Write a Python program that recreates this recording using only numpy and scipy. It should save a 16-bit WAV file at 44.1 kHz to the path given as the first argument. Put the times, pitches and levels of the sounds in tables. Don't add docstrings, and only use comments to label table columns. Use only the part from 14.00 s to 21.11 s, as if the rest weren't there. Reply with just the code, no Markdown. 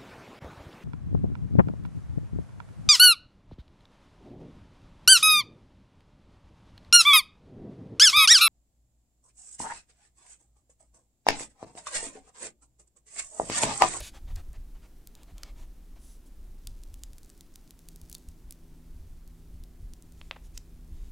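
import sys
import numpy as np
from scipy import signal
from scipy.fft import rfft, irfft, next_fast_len
from scipy.io import wavfile

SR = 44100
rng = np.random.default_rng(int(sys.argv[2]) if len(sys.argv) > 2 else 0)


def store_wav(level_fs):
    pcm = np.round(np.clip(np.atleast_2d(level_fs), -1, 1) * 32767)
    wavfile.write(sys.argv[1], SR, pcm.T.astype(np.int16))


N = 313551
TIME = np.arange(N) / SR

# (time [s], level [dB], tilt [dB/octave], pitch of the freed patch [Hz])
TICK_EVENTS = [(0.3582, -26, 0, 13000), (0.3615, -22.5, -3.5, 4740), (0.5315, -33, 6, 9000),
               (1.073, -20.5, 1, 13000), (1.1524, -26.5, 0.5, 3500), (1.2332, -30, -1, 3700),
               (1.3817, -25.5, -1, 2800), (1.4317, -28, 9, 5300), (1.4339, -14, -5.5, 5200),
               (2.6721, -13.5, 1, 3800), (2.8359, -26, 0.5, 3740), (2.9419, -23.5, 1, 2900),
               (3.0357, -14.5, -2, 7040), (3.1329, -30.5, -3, 11500), (3.1831, -26, -2, 13000),
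               (3.232, -31, 2, 4200), (3.3009, -25.5, -2, 8100), (3.409, -22.5, 0.5, 3700),
               (3.5582, -21.5, -2, 13200), (3.7079, -23.5, -1.5, 12100), (3.7915, -30.5, 0, 12100),
               (3.8873, -20, 2.5, 2300), (3.9604, -25.5, 1, 12200), (4.0154, -25, 4, 2300),
               (4.0983, -20, 3.5, 11600), (4.1153, -24, 3, 2600), (4.128, -15, 5, 4560),
               (4.146, -24.5, 2, 4700), (4.15, -13, 4, 3800), (4.1827, -29, 7, 10900),
               (4.2877, -28.5, -1, 9600), (4.5088, -17.5, 2, 10800), (4.5241, -20.5, 5, 2600),
               (5.2767, -33.5, 0, 13100), (5.6379, -29, -0.5, 3500), (5.9361, -25, -1, 3400),
               (6.0238, -29, 3, 7600), (6.1225, -32.5, 2, 8700), (6.5755, -20, -10, 5300),
               (6.5775, -13.5, -3, 6000)]
# (pitch [Hz], level [dB], time to fade by 60 dB [s])
FILM_NOTES = [(3570, -42, 0.022), (4350, -39, 0.019)]
# (time [s], level [dB])
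PEEL_LEVELS = [(2.5, -78.5), (2.75, -71), (3.4, -73.5), (3.9, -72.5), (4.08, -68), (4.2, -71),
               (4.45, -76.5)]
# (time [s], level [dB])
BUCKLE_POPS = [(1.4347, -32.5), (6.2143, -23.5), (6.3115, -8.5)]
# (time [s], width [s], level [dB])
RATTLES = [(1.435, 0.0017, -45.5), (6.324, 0.0084, -55), (6.365, 0.0041, -48.5)]
# (start [s], end [s], level [dB])
PAPER_STROKES = [(0, 0.012, -42), (0.137, 0.186, -54.5), (0.273, 0.325, -60), (0.359, 0.411, -56.5),
                 (0.534, 0.572, -61.5), (0.747, 0.782, -66.5), (0.823, .868, -63), (1.159, 1.24, -65.5),
                 (1.274, 1.321, -63.5), (1.361, 1.431, -64), (1.434, 1.511, -59.5), (1.562, 1.646, -63.5),
                 (1.958, 1.984, -63.5)]
# (start [s], end [s], level [dB], tilt [dB/octave])
FILM_STROKES = [(0, 0.007, -41.5, 5), (0.019, 0.092, -44.5, -4), (1.571, 1.645, -66.5, 0),
                (2.01, 2.158, -62, 3), (2.258, 2.285, -67, 4), (6.151, 6.315, -71, -4.5),
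                (6.436, 6.478, -65.5, -1), (6.544, 6.582, -62, -4), (6.929, 7.111, -71, -7)]
# (time [s], rumble level [dB], thud level [dB])
RUMBLE_LEVELS = [(0, -45, -53), (0.2, -46.5, -57), (0.35, -39.5, -54), (0.7, -44.5, -67), (1.1, -49.5, -71),
                 (1.9, -42.5, -60.5), (2.3, -48, -66), (2.8, -43, -63), (3.55, -52.5, -64.5),
                 (4.3, -49.5, -56.5), (4.8, -54.5, -61.5), (5.0, -47.5, -56.5), (5.6, -44.5, -50.5),
                 (6.5, -49, -56.5), (7.11, -40.5, -51.5)]
# (time [s], level [dB])
HAND_BUMPS = [(0.02, -41), (0.31, -36.5), (0.375, -36.5), (0.5, -42), (0.6, -42), (1.33, -45), (1.62, -48),
              (2.48, -46.5), (2.69, -41.5), (2.93, -46.5), (4.04, -46.5), (4.3, -42), (4.5, -48),
              (4.98, -46), (5.83, -41.5), (6.93, -40)]
# (time [s], level [dB])
HUM_LEVELS = [(0, -71), (3.65, -69), (3.95, -60), (7.11, -58)]
# (multiple of the base pitch, level [dB])
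HUM_TONES = [(2, -1), (3, -7.5), (4, -12.5), (5, -17.5)]

# (frequency [Hz], level [dB])
TICK_COLOUR = [(200, -26), (900, -18.5), (1900, -11.5), (2500, -7), (3000, -6.5), (4200, -1.5), (7400, 1.5),
               (11000, -3.5), (16000, -9)]
CRACKLE_COLOUR = [(500, -34), (2000, -11.5), (3200, -5.5), (5500, -1.5), (7500, -3), (16000, -10.5)]
BUCKLE_COLOUR = [(200, -33), (560, -6.5), (1000, -6), (1500, -5.5), (2500, 0), (3300, -3), (5000, -16),
                 (7000, -34), (16000, -51)]
RATTLE_COLOUR = [(200, -28), (550, 3), (1200, -3.5), (2800, -8), (4000, -20), (7000, -30), (16000, -45)]
RUB_COLOUR = [(200, -18), (400, -2), (600, 5), (1100, 0.5), (1700, -4), (2300, -2.5), (3400, -4.5),
              (5000, -9.5), (7500, -10.5), (10000, -18), (16000, -31)]
SLIDE_COLOUR = [(500, -17.5), (1800, -11), (2600, -7), (3900, -4), (5100, -3.5), (6900, 1.5), (8400, -3.5),
                (10200, -1), (11800, -10), (14700, -9), (16000, -21)]
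RUMBLE_COLOUR = [(10, -4.5), (20, 3.5), (28, 8), (45, -1), (60, -5), (100, -35), (200, -61.5)]
THUD_COLOUR = [(25, -27), (50, -2.5), (62, 0), (90, -6), (130, -18), (220, -33.5), (500, -59.5)]
ROOM_COLOUR = [(40, -11.5), (110, -9), (190, -10.5), (240, -9.5), (350, -12.5), (470, -21.5), (830, -26),
               (1200, -29.5), (2300, -33.5), (5000, -36.5), (14500, -36.5), (16000, -42.5)]
HISS_COLOUR = [(25, 30.5), (100, 9.5), (500, -4.0), (2000, -2.5), (8000, -0.5), (15000, -1)]


def ticks(level_db=-3, stray_count=9, stray_span_s=(3.05, 4.3), stray_range_hz=(3000, 12000)):
    out = np.zeros(N)
    for s, db, tilt, hz in TICK_EVENTS:
        add(out, s, from_db(db + level_db) * tick(tilt, hz))
    for s in rng.uniform(*stray_span_s, stray_count):
        db = rng.normal(-38.5, 2)
        add(out, s, from_db(db) * tick(0, rng.uniform(*stray_range_hz)))
    return out


def tick(tilt, patch_hz):
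    patch = sheet_ring(TICK_COLOUR, tilt, ripple_db=2, peak_hz=patch_hz, peak_db=6)
    return snap(patch, scatter_db=-8, fade_s=0.011)


def twang(start_s=4.15):
    t, out = np.arange(4096) / SR, np.zeros(N)
    for hz, db, fade_s in FILM_NOTES:
        add(out, start_s, from_db(db - 60 * t / fade_s) * np.sin(2 * np.pi * hz * t))
    return out


def crackle(threads_per_s=1200, spread_db=4):
    sizes = from_db(spread_db * np.minimum(rng.exponential(1, N), 4))
    signs = rng.choice([-1, 1], N)
    breaks = rng.random(N) < threads_per_s / SR
    clicks = signal.fftconvolve(sizes * signs * breaks, sheet_ring(CRACKLE_COLOUR))[:N]
    return from_db(curves(PEEL_LEVELS)[0]) * unit_level(clicks)


def buckles(level_db=0.4):
    pops = np.zeros(N)
    for s, db in BUCKLE_POPS:
        pop = snap(sheet_ring(BUCKLE_COLOUR), scatter_db=-11, fade_s=0.014)
        add(pops, s, from_db(db + level_db) * pop)
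    rattle = sum(from_db(db) * swell(s, width) for s, width, db in RATTLES)
    return pops + rattle * noise(RATTLE_COLOUR)


def rubs(normal_db=-59.5, tilt_per_db=0.32):
    out = np.zeros(N)
    for start, end, db in PAPER_STROKES:
        tilt = min(tilt_per_db * (db - normal_db), 2)
        paper = sheet_ring(RUB_COLOUR, tilt, ripple_db=2.5)
        out += from_db(db) * friction(paper, start, end, grain_db=3)
    return out


def slides():
    out = np.zeros(N)
    for start, end, db, tilt in FILM_STROKES:
        film = sheet_ring(SLIDE_COLOUR, tilt, ripple_db=2)
        out += from_db(db) * friction(film, start, end, grain_db=1.5)
    return out


def snap(ring, scatter_db, fade_s):
    force = from_db(scatter_db) * dying_noise(fade_s, size=1024)
    force[0] = 1
    return signal.fftconvolve(force, ring)


def friction(ring, start, end, grain_db):
    length = end - start
    edge_s = 0.45 * length
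    t, out = np.arange(16384) / SR, np.zeros(N)
    slips = rng.standard_normal(len(t))
    slips *= from_db(grain_db * rng.standard_normal(len(t)))
    pressure = np.clip(np.minimum(t, length + edge_s - t) / edge_s, 0, 1)
    add(out, start - edge_s / 2, signal.fftconvolve(unit_level(slips) * pressure, ring))
    return out


def sheet_ring(colour, tilt=0, ripple_db=0, peak_hz=1000, peak_db=0, peak_octaves=0.26, size=1024):
    octave = np.log2(np.maximum(np.fft.rfftfreq(size, 1 / SR), 1))
    hz, db = np.transpose(colour)
    level = np.interp(octave, np.log2(hz), db)
    level += tilt * np.maximum(octave - np.log2(2500), 0)
    level += peak_db * np.exp(-.5 * ((octave - np.log2(peak_hz)) / peak_octaves) ** 2)
    ripple_octaves = np.log2(np.geomspace(300, 17000, 60))
    level += ripple_db * np.interp(octave, ripple_octaves, rng.standard_normal(60))
    cepstrum = irfft(np.log(from_db(level)))
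    cepstrum[1:size // 2] *= 2
    cepstrum[size // 2 + 1:] = 0
    pulse = irfft(np.exp(rfft(cepstrum)))
    return pulse / np.linalg.norm(pulse)


def reflections(sound, fade_s=0.26, dull_hz=6000, delay_s=0.004):
    tail = np.r_[np.zeros(int(delay_s * SR)), dying_noise(fade_s, size=16384)]
    tail = signal.sosfilt(signal.butter(1, dull_hz, fs=SR, output="sos"), tail)
    return signal.fftconvolve(sound, tail)[:N]


def rumble(level_db=-1, lumps_per_s=9, lump_db=3, bump_width_s=0.023, bump_thud_db=-4):
    lumps = np.interp(TIME * lumps_per_s, np.arange(128), rng.standard_normal(128))
    deep, thud = from_db(curves(RUMBLE_LEVELS) + level_db + lump_db * lumps)
    bumps = sum(from_db(db) * swell(s, bump_width_s) for s, db in HAND_BUMPS)
    deep = np.hypot(deep, bumps)
    thud = np.hypot(thud, from_db(bump_thud_db) * bumps)
    return deep * noise(RUMBLE_COLOUR) + thud * noise(THUD_COLOUR)


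def hum(base_hz=81.5, waver=0.075, beat_s=0.71, crest_s=4.75, beat_db=2.5):
    sway_times = np.linspace(0, N / SR, 40)
    tones = np.zeros(N)
    for multiple, db in HUM_TONES:
        sway = 1 + waver * np.interp(TIME, sway_times, rng.standard_normal(40))
        tones += from_db(db) * sway * np.sin(2 * np.pi * (multiple * base_hz * TIME + rng.random()))
    beat = beat_db * np.cos(2 * np.pi * (TIME - crest_s) / beat_s)
    return from_db(curves(HUM_LEVELS)[0] + beat) * tones


def noise(colour):
    size = next_fast_len(N)
    hz, db = np.transpose(colour)
    level = np.interp(np.log(np.fft.rfftfreq(size, 1 / SR) + 1), np.log(hz), db)
    spectrum = rfft(rng.standard_normal(size)) * from_db(level)
    return unit_level(irfft(spectrum, size)[:N])


def dying_noise(fade_s, size):
    tail = rng.standard_normal(size) * from_db(-60 * np.arange(size) / SR / fade_s)
    return tail / np.linalg.norm(tail)


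def swell(s, width_s):
    return np.exp(-.5 * ((TIME - s) / width_s) ** 2)


def curves(rows):
    s, *columns = np.transpose(rows)
    return np.array([np.interp(TIME, s, column) for column in columns])


def add(out, s, sound):
    at = int(np.clip(round(s * SR), 0, N - 1))
    out[at:at + len(sound)] += sound[:N - at]


def from_db(db):
    return 10 ** (np.asarray(db) / 20)


def unit_level(sound):
    return sound / np.sqrt(np.mean(sound ** 2) + 1e-20)


def scene(echo_db=-16, room_db=-61, side_echo_db=-28, side_hiss_db=-71):
    decal = ticks() + twang() + crackle() + buckles() + rubs() + slides()
    middle = decal + from_db(echo_db) * reflections(decal)
    middle += from_db(room_db) * noise(ROOM_COLOUR) + rumble() + hum()
    side = from_db(side_hiss_db) * noise(HISS_COLOUR) + from_db(side_echo_db) * reflections(decal)
    return np.array([middle + side, middle - side])


def record(dry, cutoff_hz=16100):
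    return signal.sosfilt(signal.ellip(10, .1, 80, cutoff_hz, fs=SR, output="sos"), dry)


dry = scene()
out = record(dry)
store_wav(out)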